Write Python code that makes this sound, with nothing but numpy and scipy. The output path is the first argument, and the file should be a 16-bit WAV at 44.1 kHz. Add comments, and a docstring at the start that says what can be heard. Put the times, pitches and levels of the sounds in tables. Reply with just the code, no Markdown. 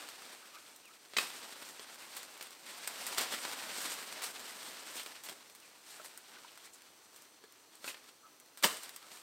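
"""Leaves rustle close to the microphone: someone is picking by hand through forest shrubs and vines. The leaves
brush and shake, twigs and leaf stalks crack, hollow branches bump and a few woody stems break, the cracks
scattering in the thicket. Far off, birds call over a faint hiss of insects. The microphone hears it all as
nearly mono; the deep bass is thinned."""
import sys
import numpy as np
from scipy import signal
from scipy.fft import rfft, irfft
from scipy.io import wavfile

SR = 44100
rng = np.random.default_rng(int(sys.argv[2]) if len(sys.argv) > 2 else 0)


def to_wav(s):
    """Save 16-bit WAV."""
    ch = np.atleast_2d(s).T  # columns
    pcm = np.round(np.clip(ch, -1, 1) * 32767)  # PCM
    wavfile.write(sys.argv[1], SR, pcm.astype(np.int16))


N = 406602
TIME = np.arange(N) / SR

# spectra of the faint hiss, forest air, cracking wood and leaves: (frequency [Hz], relative level [dB])
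HISS_SPECTRUM = [(40, -12), (200, -23), (400, -10), (700, -2), (1500, -5.5), (7000, -1), (14000, 7),
                 (16000, 0)]
AIR_SPECTRUM = [(25, -17.5), (70, -5), (160, -6), (320, 4.5), (550, 0), (1250, -1), (2000, -7), (3200, -7),
                (6500, -10.5), (8600, -6.5), (10000, -11.5), (14000, -11.5), (16000, -14)]
WOOD_SPECTRUM = [(40, -47), (100, -24), (250, -5), (550, 0.5), (780, -7.5), (1200, 1), (2700, -2),
                 (4400, -2), (6300, -7.5), (8600, 1.5), (10200, -9), (14000, -5), (16000, -9.5)]
LEAF_SPECTRUM = [(40, -34), (100, -17.5), (170, -11.5), (240, -4.5), (500, -3.3), (720, -4.5), (1400, -0.3),
                 (2200, -1), (4300, -3), (6500, -7), (8600, -1), (10000, -10), (14000, -8.5), (16000, -20)]
# insects in the background: (frequency [Hz], width [Hz], level [dB])
INSECT_BANDS = [(4280, 230, -75), (6000, 260, -74.5), (6700, 80, -88)]
# a far bird's falling whistles: (time [s], level [dB])
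BIRD_WHISTLES = [(0.211, -70), (.53, -65), (.84, -64), (2.0, -66), (2.33, -71), (5.615, -66.5)]
# another bird's short low notes: (time [s], level [dB])
BIRD_HOOTS = [(.41, -61), (.53, -56.5), (.87, -66), (8.22, -61.5), (9.01, -63)]
# hollow branches bumping, and the low thud of the last stem breaking: # (time [s], lower mode [Hz], upper mode
# [Hz], level [dB], upper mode re lower [dB])
WOOD_KNOCKS = [(1.7945, 410, 1030, -51, -1), (5.296, 298, 645, -44, 1), (5.318, 328, 800, -46.5, 1),
               (5.998, 603, 1370, -40.5, 2), (6.366, 380, 1490, -58, 13), (6.446, 980, 1410, -45.5, -1),
               (7.439, 447, 1700, -48.5, -1), (7.843, 550, 1410, -45.5, 6), (8.646, 603, 918, -23.5, -2),
               (8.649, 215, 450, -31, 4)]
# sharp cracks of twigs, leaf stalks and a stem starting to break:
# (time [s], length [s], body level [dB], splinter treble re body [dB])
SHARP_CRACKS = [(.761, .002, -58, 9), (1.136, 0.01, -49, -12), (1.525, .0013, -45.5, -17),
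                (1.623, .005, -48.5, -15), (1.7953, .0005, -37, -14), (2.167, 0.0062, -45, 3),
                (2.231, .001, -44.5, 2), (2.41, 0.0042, -43, -6), (2.426, .002, -46, 5),
                (2.875, 0.0019, -34, 3.5), (3.067, .007, -42, 5), (3.147, .002, -43, -7),
                (3.176, 0.004, -38, 0), (3.182, 0.0056, -32, 0.5), (3.21, 0.0084, -38, -0.5),
                (3.325, .0045, -40, -10), (3.339, 0.006, -36.5, -9), (3.451, .0015, -32, -8),
                (3.816, .0034, -46, 2), (4.221, 0.0053, -43.5, 1), (4.997, .004, -42, -2),
                (5.062, .0056, -45, -2), (5.237, .003, -54, 9), (5.2873, .0017, -39.5, -7),
                (5.2956, .002, -42, 0), (5.55, .002, -55, 6), (6.1755, 0.00086, -48.5, 9.5),
                (6.575, 0.0033, -52, -1), (6.82, .001, -54, 2), (7.162, .003, -56.5, 5),
                (7.439, 0.0036, -56.5, -5), (7.523, .001, -65, 14), (7.754, .001, -58.5, 10),
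                (7.8435, .003, -41.5, -13), (7.888, .0023, -47, 0), (8.4, .0012, -57, 7.5),
                (8.574, 0.011, -54.5, 3), (8.627, .005, -39, -1), (8.635, .0007, -24, -3),
                (8.6385, 0.0026, -23.5, -3), (8.77, .0007, -47, 10), (8.833, .003, -49, 6.5),
                (8.893, .001, -43, 1), (8.962, .0008, -44.5, 8.5)]
# woody stems breaking: (time [s], length [s], body level [dB], knock re body [dB],
# splinter treble re body [dB], ring re crack [ratio], ring centre [Hz])
STEM_BREAKS = [(1.1664, 0.0019, -22, -19, -31, 1.3, 4530), (1.1844, 0.003, -22.5, -16, -14, 0.99, 2560),
               (7.877, 0.0038, -36, -11, -14, 1.05, 2750), (7.943, 0.0038, -46, -13, -20, .3, 1700),
               (8.642, 0.0026, -18, -18, -7.5, 0.42, 3570), (8.6468, 0.0023, -31, -2, 6, .2, 1300),
               (8.653, 0.007, -35.5, -2, 1.5, 0.18, 2600)]
# modes of a woody stem: (frequency [Hz], relative level [dB], t60 [s])
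STEM_MODES = [(1330, -9, .025), (1810, 5, 0.058), (2120, 4, 0.016), (2566, 6.5, 0.042), (3110, 3, .024),
              (3990, -6, 0.037), (4760, -1.5, 0.012), (5200, -15, 0.0074)]
# single leaves dragged past: (middle time [s], length [s], pitch [Hz], level [dB])
LEAF_SWISHES = [(3.843, 0.072, 7500, -48), (3.922, 0.052, 7000, -44), (4.247, 0.055, 4100, -45.5),
                (4.25, .06, 8500, -45), (4.998, 0.076, 3100, -47), (5.255, 0.033, 12000, -53),
                (5.903, 0.097, 4000, -59.5), (6.485, 0.046, 2900, -57.5), (6.658, .04, 7500, -58),
                (6.744, 0.046, 7500, -57.5), (7.908, 0.027, 2700, -50)]
# how hard the foliage is pushed about: (time [s], effort [dB])
HAND_EFFORT = [(0.0, -51.5), (0.9, -63), (1.15, -62), (1.34, -51), (1.87, -56), (2.08, -54), (2.62, -57),
               (2.85, -50), (3.21, -46), (3.88, -47), (4.21, -50), (4.88, -51.5), (5.42, -60.5),
               (5.62, -61), (6.57, -60.5), (6.78, -62.5), (7.47, -67.5), (7.98, -61), (8.19, -69),
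               (8.63, -66.5), (8.76, -55.5), (9.22, -62.5)]
# sprays of leaves pulled and let go:
# (peak time [s], rise [s], settling time [s], level [dB], crisp treble re level [dB])
SPRAY_SHAKES = [(1.172, .006, 0.074, -38, -0.5), (2.17, 0.071, 0.095, -53.5, -2),
                (2.71, 0.046, 0.036, -48, -5), (3.2, .025, 0.057, -41, -4), (3.335, 0.033, .07, -45, 1),
                (3.83, 0.15, 0.079, -43, -1), (3.92, 0.044, 0.025, -45.5, -1), (4.24, .02, 0.05, -45, 3),
                (4.69, 0.14, 0.046, -50, -3), (4.98, 0.17, .03, -49, -2), (5.25, 0.022, 0.078, -51, -1),
                (5.91, 0.069, .1, -56.5, 1.5), (6.05, 0.022, .025, -55.5, 3), (6.34, .05, 0.11, -58, -15),
                (6.65, 0.043, 0.036, -56.5, -6), (7.17, 0.059, 0.11, -64, 1.5),
                (7.28, 0.086, 0.027, -66, -7), (7.89, 0.074, .033, -49.5, 3), (8.09, 0.1, .025, -63, -1),
                (8.642, 0.021, 0.11, -42.5, 2.5), (9.12, 0.026, .3, -56.5, -1.5)]

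LOW_EDGE_HZ, HIGH_EDGE_HZ = 800, 5500  # where the body of a sound meets its lows and its treble


def from_db(db):
    """Decibels to gain."""
    return 10 ** (np.asarray(db) / 20)


def rms_one(x):
    """Scale to rms 1."""
    return x / np.sqrt(np.mean(x ** 2) + 1e-20)


def energy_one(x):
    """Scale to energy 1."""
    return x / np.sqrt(np.sum(x ** 2) + 1e-20)


def add(out, s, sound):
    """Mix a sound in at time s."""
    at = max(round(s * SR), 0)
    out[at:at + len(sound)] += sound[:max(N - at, 0)]


def through(x, response):
    """Pass a sound through an impulse response."""
    return signal.oaconvolve(x, response)[:len(x)]


def drift(rate):
    """Random wander of spread 1, with so many turns a second."""
    knots = rng.standard_normal(10000)
    return rms_one(np.interp(TIME * rate, np.arange(len(knots)), knots))


def colour(spectrum, low_hz=1, high_hz=SR, size=2048):
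    """Causal response of energy 1 with the given spectrum between two edges."""
    hz = np.maximum(np.fft.rfftfreq(size, 1 / SR), 1)
    points_hz, level_db = np.transpose(spectrum)
    gain = from_db(np.interp(np.log(hz), np.log(points_hz), level_db))
    gain = gain / np.sqrt((1 + (low_hz / hz) ** 10) * (1 + (hz / high_hz) ** 10)) + 1e-4
    cepstrum = irfft(np.log(gain))[:size // 2]
    cepstrum[1:] *= 2  # minimum phase keeps attacks sharp
    return energy_one(irfft(np.exp(rfft(cepstrum, size)))[:size // 2])


def registers(spectrum):
    """Low, body and treble responses of one spectrum."""
    return (colour(spectrum, high_hz=LOW_EDGE_HZ), colour(spectrum, LOW_EDGE_HZ, HIGH_EDGE_HZ),
            colour(spectrum, low_hz=HIGH_EDGE_HZ))


def narrow_noise(hz, width_hz):
    """Noise in one resonance; rms 1."""
    radius = np.exp(-np.pi * width_hz / SR)
    feedback = [1, -2 * radius * np.cos(2 * np.pi * hz / SR), radius ** 2]
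    return rms_one(signal.lfilter([1, 0, -1], feedback, rng.standard_normal(N)))


def thicket(x, near_db, near_t60, far_db, far_t60):
    """Nearby leaves scatter sound at once; trunks further off return a duller, longer tail."""
    t = np.arange(SR) / SR
    near, far = rng.standard_normal((2, SR)) * (1 - np.exp(-t / 0.0025))
    far = signal.sosfilt(signal.butter(1, 6000, fs=SR, output="sos"), far)
    response = from_db(near_db) * energy_one(near * from_db(-60 * t / near_t60))
    response += from_db(far_db) * energy_one(far * from_db(-60 * t / far_t60))
    return x + through(x, response)


def forest(air_db=-66):
    """The ambience of the place: still air in the trees and thin bands of insects."""
    air = from_db(air_db + 0.51 * drift(rate=9.9)) * through(rng.standard_normal(N), colour(AIR_SPECTRUM))
    insects = sum(from_db(level_db + 1.3 * drift(rate=7.1)) * narrow_noise(hz, width_hz)
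                  for hz, width_hz, level_db in INSECT_BANDS)
    return air + insects


def birds(top_hz=3050, bottom_hz=2120, whistle_s=0.054, hoot_hz=1280, hoot_s=0.061, huskiness=0.0865):
    """Far off, thin falling whistles and husky notes around one pitch, blurred by the trees."""
    out = np.zeros(N)
    progress = np.linspace(0, 1, int(whistle_s * SR))
    phase = 2 * np.pi * np.cumsum(top_hz * (bottom_hz / top_hz) ** progress) / SR
    whistle = rms_one(np.sin(phase) * np.sqrt(progress * (1 - progress)))
    for s, level_db in BIRD_WHISTLES:
        add(out, s, from_db(level_db) * whistle)
    wavering_hz = hoot_hz * (1 + huskiness * drift(rate=440))
    husky = rms_one(np.sin(2 * np.pi * np.cumsum(wavering_hz) / SR))
    for s, level_db in BIRD_HOOTS:
        out += from_db(level_db) * husky * np.sin(np.pi * np.clip((TIME - s) / hoot_s, 0, 1))
    return thicket(out, near_db=-5, near_t60=0.13, far_db=-13, far_t60=0.82)


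def branches(t60=0.03, contact_s=0.0009, size=6000):
    """Hollow branches bump softly, and the last breaking stem thuds; each answers with two short low modes."""
    out, t = np.zeros(N), np.arange(size) / SR
    for s, lower_hz, upper_hz, level_db, upper_db in WOOD_KNOCKS:
        modes = np.sin(2 * np.pi * lower_hz * t) + from_db(upper_db) * np.sin(2 * np.pi * upper_hz * t)
        add(out, s, modes * from_db(level_db - 60 * t / t60) * (1 - np.exp(-t / contact_s)))
    return thicket(out, near_db=-3.5, near_t60=0.053, far_db=-23, far_t60=0.58)


def rustle_db(s, middling_db=-55, growth=1.11):
    """Steady rustle level at the times s; about a middling push it grows a little faster than effort."""
    effort_db = np.interp(s, *np.transpose(HAND_EFFORT))
    return middling_db + growth * (effort_db - middling_db)


def fracture(length, first_crack, fibre_spread_db, size=6000):
    """One sharp crack, then a dying run of fibres giving way."""
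    t = np.arange(size) / SR
    fibres = rng.standard_normal(size) * from_db(fibre_spread_db * rng.standard_normal(size))
    force = energy_one(fibres * np.exp(-t / (2 * length)))
    force[0] += first_crack
    return force


def stem_ring(centre_hz, spread_octaves=0.36, size=3000):
    """The modes of a stem; where it is bent decides which ring most."""
    ring, t = np.zeros(size), np.arange(size) / SR
    for hz, level_db, t60 in STEM_MODES:
        decay = from_db(level_db + rng.normal(0, 1) - 60 * t / t60)
        weight = rng.choice([-1, 1]) / (1 + (np.log2(hz / centre_hz) / spread_octaves) ** 2)
        ring += weight * decay * np.cos(2 * np.pi * hz * t)
    return energy_one(ring)


def snap(bands, force, length, body_db, knock_db, splinter_db, ring_share, ring_hz):
    """The release gives the branch one low push; tearing fibres ring the wood and spray treble."""
    knock = through(signal.unit_impulse(len(force)), bands[0])
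    crack, splinter = [energy_one(through(force, band)) for band in bands[1:]]
    ring = energy_one(through(force, stem_ring(ring_hz)))
    body = energy_one(crack + ring_share * ring)
    gain = from_db(body_db) * np.sqrt(length * SR)  # a longer tear carries more energy
    return gain * (body + from_db(knock_db) * knock + from_db(splinter_db) * splinter)


def small_stalks(per_s=4, length=0.0012, over_rustle_db=2, splinter_db=2, spread_db=4, count=120):
    """Stalks give way at random, as loud as the push on the foliage; rows as in SHARP_CRACKS."""
    times = np.cumsum(rng.exponential(1 / per_s, count))
    offsets_db = spread_db * rng.uniform(-1.6, 1.5, (count, 2))
    return [(s, length, rustle_db(s) + over_rustle_db + strength_db, splinter_db + dryness_db)
            for s, (strength_db, dryness_db) in zip(times, offsets_db) if s < N / SR]


def sharp_cracks(ring_share=0.11):
    """Twigs, leaf stalks and a stem starting to break crack sharply and hardly ring."""
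    out, bands = np.zeros(N), registers(WOOD_SPECTRUM)
    for s, length, body_db, splinter_db in SHARP_CRACKS + small_stalks():
        force = fracture(length, first_crack=0.58, fibre_spread_db=5.0)
        knock_db = -13 - 0.49 * splinter_db  # wood that splinters brighter is thinner and knocks less
        ring_hz = rng.uniform(1300, 4500)
        add(out, s, snap(bands, force, length, body_db, knock_db, splinter_db, ring_share, ring_hz))
    return thicket(out, near_db=-6.5, near_t60=0.067, far_db=-15.5, far_t60=0.4)


def stems():
    """Woody stems tear through many fibres and ring out into the thicket."""
    out, bands = np.zeros(N), registers(WOOD_SPECTRUM)
    for s, length, *traits in STEM_BREAKS:
        force = fracture(length, first_crack=0.21, fibre_spread_db=3.0)
        add(out, s, snap(bands, force, length, *traits))
    return thicket(out, near_db=-9.5, near_t60=0.23, far_db=-17.5, far_t60=0.59)


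def swishes(relative_width=0.4, grit_db=2.0):
    """A leaf dragged past the hand swells and fades in one gritty band."""
    out, grit = np.zeros(N), rms_one(from_db(grit_db * drift(rate=350)))
    for s, length, hz, level_db in LEAF_SWISHES:
        swell = np.sin(np.pi * np.clip((TIME - s) / length + .5, 0, 1))
        out += from_db(level_db) * swell * grit * narrow_noise(hz, relative_width * hz)
    return out


def edge_ticks(per_s, spread_db):
    """Leaf edges catch in tiny random impacts, most weak and a few strong; rms 1."""
    sizes = from_db(spread_db * np.minimum(rng.exponential(1, N), 4.5)) * rng.choice([-1, 1], N)
    return rms_one(sizes * (rng.random(N) < per_s / SR))


def scrapes(surge_db=4.5, relative_width=0.26, count=12):
    """Single leaves sound for a moment, each around a papery pitch of its own; rms 1."""
    out = np.zeros(N)
    for hz in np.geomspace(600, 9000, count):
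        out += narrow_noise(hz, relative_width * hz) * np.sqrt(hz) * from_db(surge_db * drift(rate=30))
    return rms_one(out)


def leaf_motion(steady_crisp_db=-3):
    """Rustle and treble levels in dB: the steady push, plus each spray swelling and settling."""
    power = from_db(rustle_db(TIME)) ** 2
    treble_power = power * from_db(steady_crisp_db) ** 2
    for s, rise, settle, level_db, crisp_db in SPRAY_SHAKES:
        swell = np.clip(1 + (TIME - s) / rise, 0, 1) * np.exp(-np.maximum(TIME - s, 0) / settle)
        spray_power = (from_db(level_db) * swell) ** 2
        power += spray_power
        treble_power += spray_power * from_db(crisp_db) ** 2
    return 10 * np.log10(power), 10 * np.log10(treble_power)


def leaves(brush=0.77, scrape=0.27, tick_shares=(0.5, 0.5, 0.35), low_db=-10.5, body_db=-1.0):
    """Close up, leaves hiss as they slide and tick as their edges catch, in uneven flurries."""
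    motion_db, treble_db = leaf_motion()
    flurry_db = 1.15 * drift(rate=70) + 0.66 * drift(rate=18)
    ticks = edge_ticks(per_s=900, spread_db=3.7)
    sliding = brush * rng.standard_normal(N) + scrape * scrapes()
    levels_db = motion_db + low_db, motion_db + body_db, treble_db
    out = np.zeros(N)
    for band, level_db, tick_share in zip(registers(LEAF_SPECTRUM), levels_db, tick_shares):
        flutter_db = drift(rate=45)  # each register also flutters on its own
        out += through((sliding + tick_share * ticks) * from_db(level_db + flurry_db + flutter_db), band)
    return out


def scene(hiss_db=-75.5):
    """Near and far sources all sit in the middle; only a faint hiss differs between the channels."""
    mid = leaves() + swishes() + stems() + branches() + birds() + forest() + sharp_cracks()
    hiss = from_db(hiss_db) * through(rng.standard_normal(N), colour(HISS_SPECTRUM))
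    return np.array([mid + hiss, mid - hiss])


def record(dry, low_cut_hz=89, high_cut_hz=15800):
    """The deep bass is thinned; the top is cut steeply."""
    thin = signal.sosfilt(signal.butter(2, low_cut_hz, "high", fs=SR, output="sos"), dry)
    return signal.sosfilt(signal.ellip(12, .1, 80, high_cut_hz, fs=SR, output="sos"), thin)


dry = scene()
out = record(dry)
to_wav(out)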